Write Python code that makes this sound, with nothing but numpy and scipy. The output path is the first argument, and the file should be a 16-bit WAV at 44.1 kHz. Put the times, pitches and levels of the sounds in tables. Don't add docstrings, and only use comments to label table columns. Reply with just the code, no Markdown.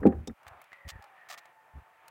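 import sys
import numpy as np
from scipy import signal
from scipy.fft import rfft, irfft, next_fast_len
from scipy.io import wavfile
from scipy.ndimage import map_coordinates

SR = 44100
rng = np.random.default_rng(int(sys.argv[2]) if len(sys.argv) > 2 else 0)


def file_out(sig):
    cols = np.atleast_2d(sig).T
    lim = np.clip(cols, -1, 1)
    pcm = np.round(lim * 32767).astype(np.int16)
    wavfile.write(sys.argv[1], SR, pcm)


N = 92610


def amp(db):
    return 10 ** (np.asarray(db) / 20)


def unit(x):
    return x / np.sqrt(np.mean(x ** 2) + 1e-20)


def since(s):
    return np.maximum(np.arange(N) / SR - s, 0)


def curves(rows):
    times, *columns = np.transpose(rows)
    return [np.interp(since(0), times, column) for column in columns]


def wobble(rate):
    return map_coordinates(rng.standard_normal(4096), [since(0) * rate], mode="wrap")


def filtered(x, response):
    size = next_fast_len(N + 4096, real=True)
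    return irfft(rfft(x, size) * response(np.fft.rfftfreq(size, 1 / SR)), size)[:N]


def coloured(x, points):
    freqs, db = np.transpose(points)
    return unit(filtered(x, lambda hz: amp(np.interp(np.log(hz + 1), np.log(freqs), db))))


def noise(points):
    return coloured(rng.standard_normal(N), points)


def burst(s, rise, length, t60):
    return np.minimum(since(s) / rise, 1) * amp(-60 * since(s + length) / t60)


# (time [s], length [s], level [dB], pitch [Hz])
BUMPS = [(0, 0.015, -34, 71.6), (.14, .076, -41, 73.2), (0.22, 0.026, -51, 74), (.283, .037, -43, 230.5),
         (0.296, 0.034, -51, 77.4), (0.462, 0.025, -57, 80), (0.509, 0.014, -54.5, 85.6),
         (0.542, 0.036, -66, 75), (0.85, 0.029, -44, 74), (0.918, 0.033, -52, 76),
         (0.951, 0.0152, -43.5, 74.5), (0.985, 0.0193, -47.5, 75.8), (1.736, 0.012, -50.5, 75),
         (1.75, 0.046, -44.5, 68.7), (1.812, .014, -61, 90)]
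# (frequency [Hz], gain [dB])
BUMP_EQ = [(20, -3.5), (70, 4.5), (170, -4), (300, -14), (600, -17.5), (1500, -51)]
def bumps(rise_s=0.005, fall_s=0.013, rumble_db=-6):
    out = np.zeros(N)
    rumble = amp(rumble_db) * noise(BUMP_EQ)
    for s, length, db, hz in BUMPS:
        t = since(s)
        swell = np.clip(t / rise_s, 0, 1) * np.clip((length - t) / fall_s + .5, 0, 1)
        boom = np.sqrt(2) * np.sin(2 * np.pi * hz * t)
        out += amp(db) * swell * (boom + rumble)
    return out


# (frequency [Hz], gain [dB])
RUSH_MID_EQ = [(30, -38.5), (140, -14.5), (220, -21.5), (330, -16.5), (520, -10.5), (750, -1.5), (1250, -5),
               (1700, -12), (3000, -37), (6000, -56)]
RUSH_UPPER_EQ = [(600, -27.5), (1300, -2.5), (1850, -6), (2400, -5.5), (3200, -15), (4200, -25),
                 (8000, -49)]
HISS_EQ = [(30, -7.5), (300, -3), (15000, -1)]
# (time [s], middle level [dB], upper level [dB])
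RUSH_LEVELS = [(0, -59.5, -73), (.35, -74, -70), (.45, -57, -65.5), (.56, -56.5, -65), (.69, -67.5, -65),
               (.75, -66, -62.5), (.85, -64.5, -70), (1.0, -62.5, -63), (1.13, -63.5, -66.5),
               (1.27, -60, -64.5), (1.45, -60.5, -64), (1.6, -66, -72), (1.78, -63.5, -69.5),
               (1.92, -66.5, -70.5), (2.1, -62.5, -65)]
def far_rush(hiss_db=-78.5):
    mid_db, upper_db = curves(RUSH_LEVELS)
    mid = amp(mid_db + 1.9 * wobble(23)) * noise(RUSH_MID_EQ)
    upper = amp(upper_db + 1.58 * wobble(23.065)) * noise(RUSH_UPPER_EQ)
    return mid + upper + amp(hiss_db) * noise(HISS_EQ)


# (frequency [Hz], gain [dB], t60 [s])
TUB_MODES = [(76.8, -19.5, 0.51), (183.7, 0, 0.1), (222.7, -2, .15), (265.7, 2.5, 0.095), (328, -1.1, 0.11),
             (374, -5.5, 0.15), (419.5, 5, 0.071), (525, -6.5, 0.18), (594, -11.5, 0.0942),
             (726, -16.5, 0.19), (790, -6.5, .15), (1115, -27.5, 0.21), (1650, -27.5, 0.081)]
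# (frequency [Hz], gain [dB], t60 [s])
FLEX_MODES = [(303.2, 3, .035), (498, 12.5, 0.03)]
def tub_ring(flex_rise_s=0.0025):
    t = since(0)[:SR // 2]
    mode = lambda hz, db, t60: amp(db - 60 * t / t60) * np.sin(2 * np.pi * hz * t)
    body = sum(mode(*row) * (-1) ** k for k, row in enumerate(TUB_MODES))
    flex = sum(mode(*row) for row in FLEX_MODES) * (1 - np.exp(-t / flex_rise_s))
    return body + flex


# (time [s], level [dB], corner [Hz])
KNOCKS = [(0.0183, -32.5, 313), (0.033, -32, 1000), (.051, -35, 973), (0.0539, -12, 810), (.0623, -12, 316),
          (0.0729, -14.5, 230), (.1235, -43, 1570), (.25, -56, 188), (0.274, -40.5, 1200),
          (0.296, -47, 706)]
# (frequency [Hz], gain [dB])
SLAP_EQ = [(60, -30), (200, -5.5), (500, -1), (850, 4.5), (1050, 1.5), (1600, -9), (2200, -20.5),
           (3500, -32.5), (8000, -60.5)]
RUMBLE_EQ = [(30, -28), (80, 5), (200, 10), (330, 3.5), (520, -2), (620, -9), (800, -5), (1050, -19.5),
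             (1700, -18), (3000, -55)]
CONTACT_S = 0.0016
def tub_knocks(slap_corner_hz=1410, damp_at_s=0.327, damp_db_per_s=1210):
    force, slap = np.zeros(N), np.zeros(N)
    for s, db, corner_hz in KNOCKS:
        age = 2 * np.pi * corner_hz * since(s)
        push = age * np.exp(-np.minimum(age, 40))
        force += amp(db) * push / push.sum()
        hardness = 1 / (1 + (slap_corner_hz / corner_hz) ** 4)
        slap += amp(db) * hardness * burst(s, CONTACT_S, CONTACT_S, t60=0.062)
    ring = signal.fftconvolve(force, tub_ring())[:N]
    rumble = amp(-32.5) * noise(RUMBLE_EQ) * burst(.064, rise=0.0047, length=.008, t60=0.39)
    damping = amp(-damp_db_per_s * since(damp_at_s))
    return (ring + slap * noise(SLAP_EQ) + rumble) * damping


# (time [s], level [dB])
RIM_TAPS = [(.0305, -36), (.1235, -43.5), (.296, -50.5)]
# (frequency [Hz], gain [dB])
RIM_EQ = [(1000, -20), (1350, 0.5), (1750, -1), (2300, -20.5), (4000, -47)]
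def rim_taps():
    envelope = sum(amp(db) * burst(s, CONTACT_S, CONTACT_S, t60=0.039) for s, db in RIM_TAPS)
    return envelope * noise(RIM_EQ)


# (frequency [Hz], gain [dB])
CRACKLE_EQ = [(300, -44.5), (2000, -1.5), (3800, 1.5), (6500, -3), (8300, -5.5), (10000, -14.5),
              (15500, -10)]
SQUISH_EQ = [(100, -29), (400, -20), (730, 6), (950, -9), (1170, 7), (1450, -7), (1850, 1.5), (2600, -6),
             (4000, -21.5), (8000, -30)]
def wet_weave(envelopes, squish_db, pops_per_s=1700, pop_share=.7):
    pops = (rng.random(N) < pops_per_s / SR) * rng.standard_normal(N)
    grains = np.sqrt(pop_share) * unit(pops) + np.sqrt(1 - pop_share) * rng.standard_normal(N)
    crackle = envelopes.sum(0) * coloured(grains, CRACKLE_EQ)
    squish = (amp(squish_db) @ envelopes) * noise(SQUISH_EQ)
    return crackle + squish


# (time [s], length [s], level [dB], squish over crackle [dB])
RUSTLES = [(.063, 0.008, -58.5, 15), (0.473, 0.014, -69, 17.5), (0.876, 0.006, -54, -0.5),
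           (0.8862, 0.02, -47, -4), (1.286, 0.005, -51, -2), (1.298, 0.017, -45, -1),
           (1.323, 0.011, -48, -2.5), (1.338, 0.0071, -53.5, 6), (1.374, 0.016, -54, 0)]
def cloth_rustles():
    grips = np.array([amp(db) * burst(s, 0.003, length, t60=0.033) for s, length, db, _ in RUSTLES])
    *_, squish_db = np.transpose(RUSTLES)
    return wet_weave(grips, squish_db)


# (time [s], level [dB], squish over crackle [dB], sparkle over crackle [dB])
TICKS = [(.069, -52.5, 6.5, -6), (.43, -66, 8, -3.5), (.4655, -67.5, 20.5, -11), (.479, -53.5, -6, -4),
         (0.615, -62.5, 11, 7.5), (0.64, -64, 0.5, -3.5), (0.729, -61, 10.5, -20), (1.023, -60, -10, -9.5),
         (1.04, -59.5, 7, -8), (1.454, -61, 5, -18), (2.08, -56, -2.5, 1)]
# (frequency [Hz], gain [dB])
SPARKLE_EQ = [(3000, -36), (7000, -7), (10000, 1), (12500, -5), (15500, 0)]
def suds_ticks(length_s=0.0037):
    ticks = np.array([amp(db) * burst(s, length_s / 2, length_s, t60=0.02057) for s, db, *_ in TICKS])
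    *_, squish_db, sparkle_db = np.transpose(TICKS)
    return wet_weave(ticks, squish_db) + (amp(sparkle_db) @ ticks) * noise(SPARKLE_EQ)


# (frequency [Hz], gain [dB], t60 [s])
CLICK_MODES = [(3620, -1, .042), (3790, -4, .035), (5325, 1, .032), (5710, 1, .026), (5930, 2, .02),
               (6560, 1, .018), (7480, -3, .022), (7800, -2, .018), (10250, -8, .016)]
# (time [s], level [dB])
CLICK_HITS = [(0.2738, -48.5), (0.2765, -46.5)]
def click(detune=0.0059):
    out, t = np.zeros(N), np.arange(SR // 10) / SR
    for s, db in CLICK_HITS:
        ring = sum(amp(gain - 60 * t / t60) * np.sin(2 * np.pi * hz * rng.normal(1, detune) * t)
                   for hz, gain, t60 in CLICK_MODES)
        out[round(s * SR):][:len(t)] += amp(db) * ring
        out += amp(db - 0.5) * noise(CRACKLE_EQ) * burst(s, rise=0.00065, length=.001, t60=0.022)
    return out


def whine(rows, spread_hz, flutter_db):
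    hz, db = curves(rows)
    phase = 2 * np.pi * np.cumsum(hz + spread_hz * wobble(140)) / SR
    return np.sqrt(2) * amp(db + flutter_db * wobble(29)) * np.sin(phase)


# (time [s], pitch [Hz], level [dB])
LOW_WHINE = [(0.619, 580, -81.5), (.85, 556, -69), (1.3, 537.3, -84.5)]
STEADY_WHINE = [(.8, 898.5, -82.5), (.92, 890, -65.5), (1.3, 878, -77.5), (1.5, 880, -66), (1.76, 882, -67),
                (1.95, 894, -70.5), (2.1, 905, -65)]
FALLING_WHINE = [(.93, 865.8, -90), (1.02, 830, -58), (1.1, 790, -66.5), (1.2, 726.3, -67.5),
                 (1.3, 723, -75)]
def far_whines():
    steady = whine(STEADY_WHINE, spread_hz=2.8, flutter_db=2.5)
    wavering = sum(whine(rows, spread_hz=18, flutter_db=1.5) for rows in (LOW_WHINE, FALLING_WHINE))
    return steady + wavering


# (time [s], centre [Hz], level [dB])
SWISH = [(.68, 1978, -87.5), (.73, 2011, -59), (.82, 1970, -62.5), (.95, 1820, -55), (1.07, 1710, -72.5),
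         (1.2, 1834, -60.5), (1.35, 1800, -59.5), (1.47, 1800, -65), (1.56, 1814, -72.5)]
def swish(half_width_hz=99):
    hz, db = curves(SWISH)
    phase = 2 * np.pi * np.cumsum(hz) / SR
    lowpass = lambda f: 1 / (1 + (f / half_width_hz) ** 2)
    slow_noise = lambda: unit(filtered(rng.standard_normal(N), lowpass))
    return amp(db) * (slow_noise() * np.sin(phase) + slow_noise() * np.cos(phase))


# (time [s], level [dB], pitch [Hz])
DRIPS = [(0.7194, -39.5, 1850), (0.7301, -36.5, 2005)]
def drips(t60=0.011):
    return sum(amp(db - 60 * since(s) / t60) * np.sin(2 * np.pi * hz * since(s)) for s, db, hz in DRIPS)


def scene():
    foreground = bumps() + tub_knocks() + rim_taps() + cloth_rustles() + suds_ticks() + click() + drips()
    background = far_rush() + far_whines() + swish()
    return (foreground + background)[None]


def record(dry, low_cut_hz=40, top_hz=15900):
    thinned = signal.lfilter(*signal.butter(2, low_cut_hz, "high", fs=SR), dry[0])
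    return filtered(thinned, lambda hz: hz < top_hz)[None]


dry = scene()
out = record(dry)
file_out(out)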